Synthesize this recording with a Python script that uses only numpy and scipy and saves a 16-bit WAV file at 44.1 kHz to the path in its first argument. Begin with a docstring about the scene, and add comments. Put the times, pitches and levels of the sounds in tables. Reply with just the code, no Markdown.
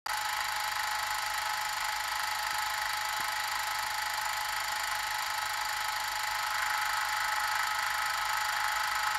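"""Film camera in a quiet room

Close to the microphone, a film camera runs at about 26 frames a second. Once a frame the claw
ticks in, drags the film through the ringing gate, and the linkage knocks. Under it the gear train
whines and rattles in the housing; faint mains hum and a few soft bumps lie farther back."""
import sys
import numpy as np
from scipy import signal
from scipy.fft import rfft, irfft
from scipy.io import wavfile
from scipy.ndimage import map_coordinates

SR = 44100
rng = np.random.default_rng(int(sys.argv[2]) if len(sys.argv) > 2 else 0)


def digitize_waveform(pressure):
    """Quantize a signal to 16-bit integers and store it at the path in sys.argv[1].

    Rows of a 2-D input are taken as channels; values are limited to [-1, 1].
    """
    field = np.atleast_2d(pressure).T
    bounded = np.clip(field, -1, 1)
    quanta = np.round(bounded * 32767).astype(np.int16)
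    wavfile.write(sys.argv[1], SR, quanta)


N = 404838
TIME = np.arange(N) / SR


def undb(db):
    """Decibels to gain."""
    return 10 ** (np.asarray(db) / 20)


def level(x, db):
    """Scale to an rms level."""
    return x * undb(db) / np.sqrt(np.mean(x ** 2))


def ramp(at, start, length):
    """Rise from 0 to 1 along a straight line."""
    return np.clip((at - start) / length, 0, 1)


def wander(rate_hz):
    """Slow random motion with a spread near 1."""
    knots = rng.standard_normal(2048)
    return np.interp(TIME * rate_hz, np.arange(len(knots)), knots)


def band(x, hz, width_hz, order=1):
    """One resonance, gain 1 at its centre; higher orders swell before they fade."""
    edges = np.clip([hz - width_hz / 2, hz + width_hz / 2], 40, SR * .45)
    return signal.sosfilt(signal.butter(order, edges, "band", fs=SR, output="sos"), x)


def ring(force, modes, size=4096):
    """Pass a force through resonances (pitch_hz, width_hz, gain_db)."""
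    freq = np.arange(size // 2 + 1) * SR / size
    power = sum(undb(db) ** 2 / (1 + (2 * (freq - hz) / width) ** 2) ** 2 for hz, width, db in modes)
    # minimum phase: the modes ring only after the force
    cepstrum = irfft(np.log(power + 1e-14) / 2)
    cepstrum[1:size // 2] *= 2
    cepstrum[size // 2 + 1:] = 0
    response = irfft(np.exp(rfft(cepstrum)))
    return signal.oaconvolve(force, response)[:N]


def contact(frame, repeat, spiky_db):
    """Rough contact force; the share `repeat` comes from the same surfaces meeting in every frame."""
    frame_samples = int(N / (frame[-1] - frame[0]))
    surface = rng.standard_normal(frame_samples)
    recurring = map_coordinates(surface, [frame % 1 * frame_samples], order=3, mode="grid-wrap")
    fresh = level(rng.standard_normal(N) * undb(spiky_db * rng.standard_normal(N)), 0)
    return np.sqrt(repeat) * recurring + np.sqrt(1 - repeat) * fresh


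def strikes(frame, delay_ms, scatter_db, play_ms):
    """One impulse a frame, timed from the claw's entry, scattered in time and strength."""
    entries = np.flatnonzero(np.diff(np.floor(frame)))
    late, strength = rng.standard_normal((len(entries), 2)).T
    at = entries + np.round((delay_ms + play_ms * late) * SR / 1000).astype(int)
    return np.bincount(np.maximum(at, 0), undb(scatter_db * strength), N)[:N]


def room(x, t60_s=0.19, wet_db=-18):
    """Weak, slightly dull wall reflections reach the microphone just after the direct sound."""
    t = TIME[:SR // 3]
    noise = band(rng.standard_normal(len(t)), hz=3920, width_hz=6300)
    tail = noise * undb(-60 * t / t60_s) * (t > .004)
    tail /= np.sqrt(np.sum(tail ** 2))
    return x + undb(wet_db) * signal.fftconvolve(x, tail)[:N]


# Spectrum of the rumble around the microphone: frequency_hz, relative_db
RUMBLE_SPECTRUM = [(15, -33), (30, -9), (45, 6.5), (75, 0.5), (130, -3), (170, -4.5), (210, -8.5),
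                   (280, -7), (370, -3), (450, -10), (560, -10), (900, -66), (4000, -60)]
def rumble(level_db=-62.5):
    """The room and the stand rumble low and steadily."""
    hz, db = np.transpose(RUMBLE_SPECTRUM)
    freq = np.arange(1, N + 2) * SR / (2 * N)
    colour = undb(np.interp(np.log(freq), np.log(hz), db))
    noise = irfft(rfft(rng.standard_normal(2 * N)) * colour)[:N]
    return level(noise, level_db)


# Mains tones, faint in the room: pitch_hz, level_db
HUM_TONES = [(50, -63), (100, -66)]
def mains_hum():
    """The mains hums at its own frequency and the octave above."""
    return sum(np.sqrt(2) * undb(db) * np.sin(2 * np.pi * (hz * TIME + rng.random()))
               for hz, db in HUM_TONES)


# Bumps in the background: start_s, strength_db
SOFT_BUMPS = [(2.531, -44), (3.199, -38), (3.209, -49), (3.578, -51), (3.841, -48)]
def bumps():
    """Soft blows ring three low resonances and thud dully in the room."""
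    start_s, strength_db = np.transpose(SOFT_BUMPS)
    force = np.bincount((start_s * SR).astype(int), undb(strength_db), N)
    thud = ring(force, [(126, 56, 1.6), (210, 220, -2), (328, 170, -1.3)])
    return room(thud) * undb(strength_db.max()) / np.abs(thud).max()


# Spells of a thin whistle at the camera: start_s, length_s, boost_db
WHISTLE_SWELLS = [(.05, 1.35, 7), (2.3, 1.46, 8.5), (4.85, 1.15, 6.5)]
def whistle(rest_db=-59.5, swell_s=0.23):
    """One narrow resonance sings up in spells and sinks back."""
    swell_db = sum(db * (ramp(TIME, start, swell_s) - ramp(TIME, start + length, swell_s))
                   for start, length, db in WHISTLE_SWELLS)
    tone = band(rng.standard_normal(N), hz=3930, width_hz=50, order=2)
    return level(tone, rest_db) * undb(swell_db)


# Speed of the camera's motor: time_s, speed_fps
MOTOR_SPEED = [(0, 25.725), (1.3, 25.691), (2.4, 25.749), (5.3, 25.76), (9.18, 25.725)]
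def motor(start_frame=.5625):
    """The motor sags a little early on; returns the running frame count and frames a second."""
    fps = np.interp(TIME, *np.transpose(MOTOR_SPEED))
    return start_frame + np.cumsum(fps) / SR, fps


# Resonances of the housing, close to the microphone: pitch_hz, width_hz, gain_db
HOUSING_MODES = [(702, 153, -9), (873.7, 136, -0.5), (1037, 135, -4), (1307, 80, -3), (1478, 307, -0.5),
                 (1910, 760, -3), (2260, 540, -11.5), (2690, 42, -8), (2890, 220, -10.5), (3230, 650, -8.5),
                 (3760, 210, -13), (4190, 810, -10.5), (4740, 220, -7.5), (5336, 550, -11.5),
                 (5970, 510, -15.5), (6990, 770, -13.5), (8400, 1300, -23), (9450, 560, -24.5),
                 (11200, 970, -23.5), (12900, 2100, -28.5)]
def housing(force):
    """The camera's shell rings when the mechanism shakes it."""
    return ring(force, HOUSING_MODES)


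# Knocks of the shuttle on the housing, from the claw's entry: delay_ms, relative_db
SHUTTLE_KNOCKS = [(1.0, 8), (9.5, 7), (22.5, 9)]
def shuttle(frame, knock_db=-41.5, sway_db=2.0, sway_frames=8.9):
    """Soft knocks ring the housing's low modes; their strength sways about three times a second."""
    force = sum(undb(db) * strikes(frame, ms, scatter_db=2.5, play_ms=0.3) for ms, db in SHUTTLE_KNOCKS)
    sway = undb(sway_db * np.sin(2 * np.pi * frame / sway_frames + wander(0.97)))
    return level(band(housing(force * sway), hz=1107, width_hz=370), knock_db)


# Gear and motor tones from inside the camera: cycles_per_frame, relative_db
GEAR_WHINE = [(25.0, -58.6), (31.0, -58.8), (32.0, -55.3), (33.0, -40.7), (34.0, -54.1), (37.0, -57.1),
              (38.0, -55.0), (39.0, -55.2), (42.0, -53.8), (49.0, -54.5), (50.0, -47.2), (51.0, -55.7),
              (53.0, -53.3), (54.0, -56.4), (57.0, -55.8), (59.0, -53.3), (61.0, -57.3), (64.0, -55.6),
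              (66.0, -55.0), (73.0, -55.7), (75.0, -55.0), (76.0, -52.0), (78.0, -56.2), (88.0, -59.1),
              (89.79, -59.5), (106.04, -60.7), (117.83, -60.9), (152.04, -58.6), (166.12, -59.2),
              (171.0, -57.5)]
def gears(frame, rattle_db=-36.5, whine_gain_db=0.6, slack_rad=.35, uneven_db=0.55, load_db=1.18):
    """Teeth mesh in steady tones and rattle the housing, hardest while the film is pulled."""
    force = contact(frame, repeat=0.085, spiky_db=4.5) * undb(uneven_db * wander(200))
    rattle = level(housing(force), rattle_db)
    whine = 0
    for multiple, db in GEAR_WHINE:
        # play between the teeth lets each tone wander a little in phase and strength
        phase = 2 * np.pi * (multiple * frame + rng.random()) + slack_rad * wander(9)
        strength = undb(db) * (1 + 0.071 * wander(11))
        whine += np.sqrt(2) * strength * np.sin(phase)
    load = undb(load_db * np.cos(2 * np.pi * (frame - 0.23)))
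    return (rattle + undb(whine_gain_db) * whine) * load


# Resonances of the film gate inside the camera: pitch_hz, width_hz, gain_db
GATE_MODES = [(1030, 220, 0), (1890, 173, 3.5), (3200, 930, -25), (4430, 420, -7), (4636, 140, 1),
              (5770, 1649, -19.5), (6920, 990, -14), (7145, 144, -1), (8500, 1400, -17), (9820, 270, -11.5),
              (11100, 1200, -19.5), (11500, 1120, -11.5), (12960, 790, -18), (13400, 260, -10),
              (15600, 250, -23)]
def film(frame, fps, pull_db=-43.5, scatter_db=0.9, weave_db=3.5):
    """The film scrapes through the gate while the claw pulls it down; its hiss shifts as it weaves."""
    attack_ms, pull_ms = 2.5, 7.7
    slack_db, sag_db_per_ms, release_db_per_ms = -7, 0.56, 4.5
    ms = 1000 * (frame % 1) / fps
    # the film takes up the strain, slides as the claw slows, and is let go
    strain_db = slack_db * (1 - ramp(ms, 0, attack_ms))
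    easing_db = sag_db_per_ms * ms + release_db_per_ms * np.maximum(ms - pull_ms, 0)
    grip = undb(strain_db - easing_db + scatter_db * wander(26))
    friction = contact(frame, repeat=.35, spiky_db=-2.0) * grip
    scrape = level(ring(friction, GATE_MODES), pull_db)
    weave = undb(weave_db * wander(12))
    return scrape + (weave - 1) * band(scrape, hz=10200, width_hz=1400)


# Claw and linkage blows at close range, from the claw's entry: delay_ms, pitch_hz, width_hz, level_db
CLAW_BLOWS = [(-0.1, 10470, 4340, -51), (-1.9, 4290, 890, -56), (0.6, 4730, 290, -53),
              (-1.46, 7150, 260, -55), (0.0, 1880, 356, -47), (2.4, 334, 205, -74.5), (5.5, 1740, 410, -49),
              (13.5, 9900, 3800, -63.5), (20.5, 6000, 2600, -61), (35, 9400, 3700, -77)]
def claw(frame, scatter_db=1.5, play_ms=.2):
    """The claw enters on time; the other blows of its linkage come a little early or late."""
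    ticks = 0
    for k, (delay_ms, hz, width_hz, db) in enumerate(CLAW_BLOWS):
        force = strikes(frame, delay_ms, scatter_db, play_ms if k else 0)
        ticks += level(band(force, hz, width_hz, order=4), db)
    return ticks


def chatter(camera, start_s=6.33, rise_s=0.13, calm_db=-2.5, hard_db=2):
    """The mechanism starts to chatter harder in the midrange, and stays so."""
    mid_db = calm_db + (hard_db - calm_db) * ramp(TIME, start_s, rise_s)
    return camera + (undb(mid_db) - 1) * band(camera, hz=1460, width_hz=740)


def scene():
    """One microphone close to the camera, with the quiet room behind."""
    frame, fps = motor()
    drive = gears(frame) + shuttle(frame) + film(frame, fps) + whistle()
    # the mechanism is too small to radiate much bass
    bass_cut = signal.butter(10, 595, "high", fs=SR, output="sos")
    camera = chatter(signal.sosfilt(bass_cut, drive) + claw(frame))
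    return (room(camera) + rumble() + mains_hum() + bumps())[None]


def record(dry):
    """The sound cuts in abruptly, drops out for an instant, and lacks its very top."""
    cut_in_s, gap_start_s, gap_end_s, fade_s = .0605, .0715, .083, .001
    gap = ramp(TIME, gap_start_s, fade_s) - ramp(TIME, gap_end_s, fade_s)
    heard = ramp(TIME, cut_in_s, fade_s) - gap
    top_cut = signal.ellip(10, .2, 70, 15900, fs=SR, output="sos")
    return signal.sosfilt(top_cut, dry * heard)


dry = scene()
out = record(dry)
digitize_waveform(out)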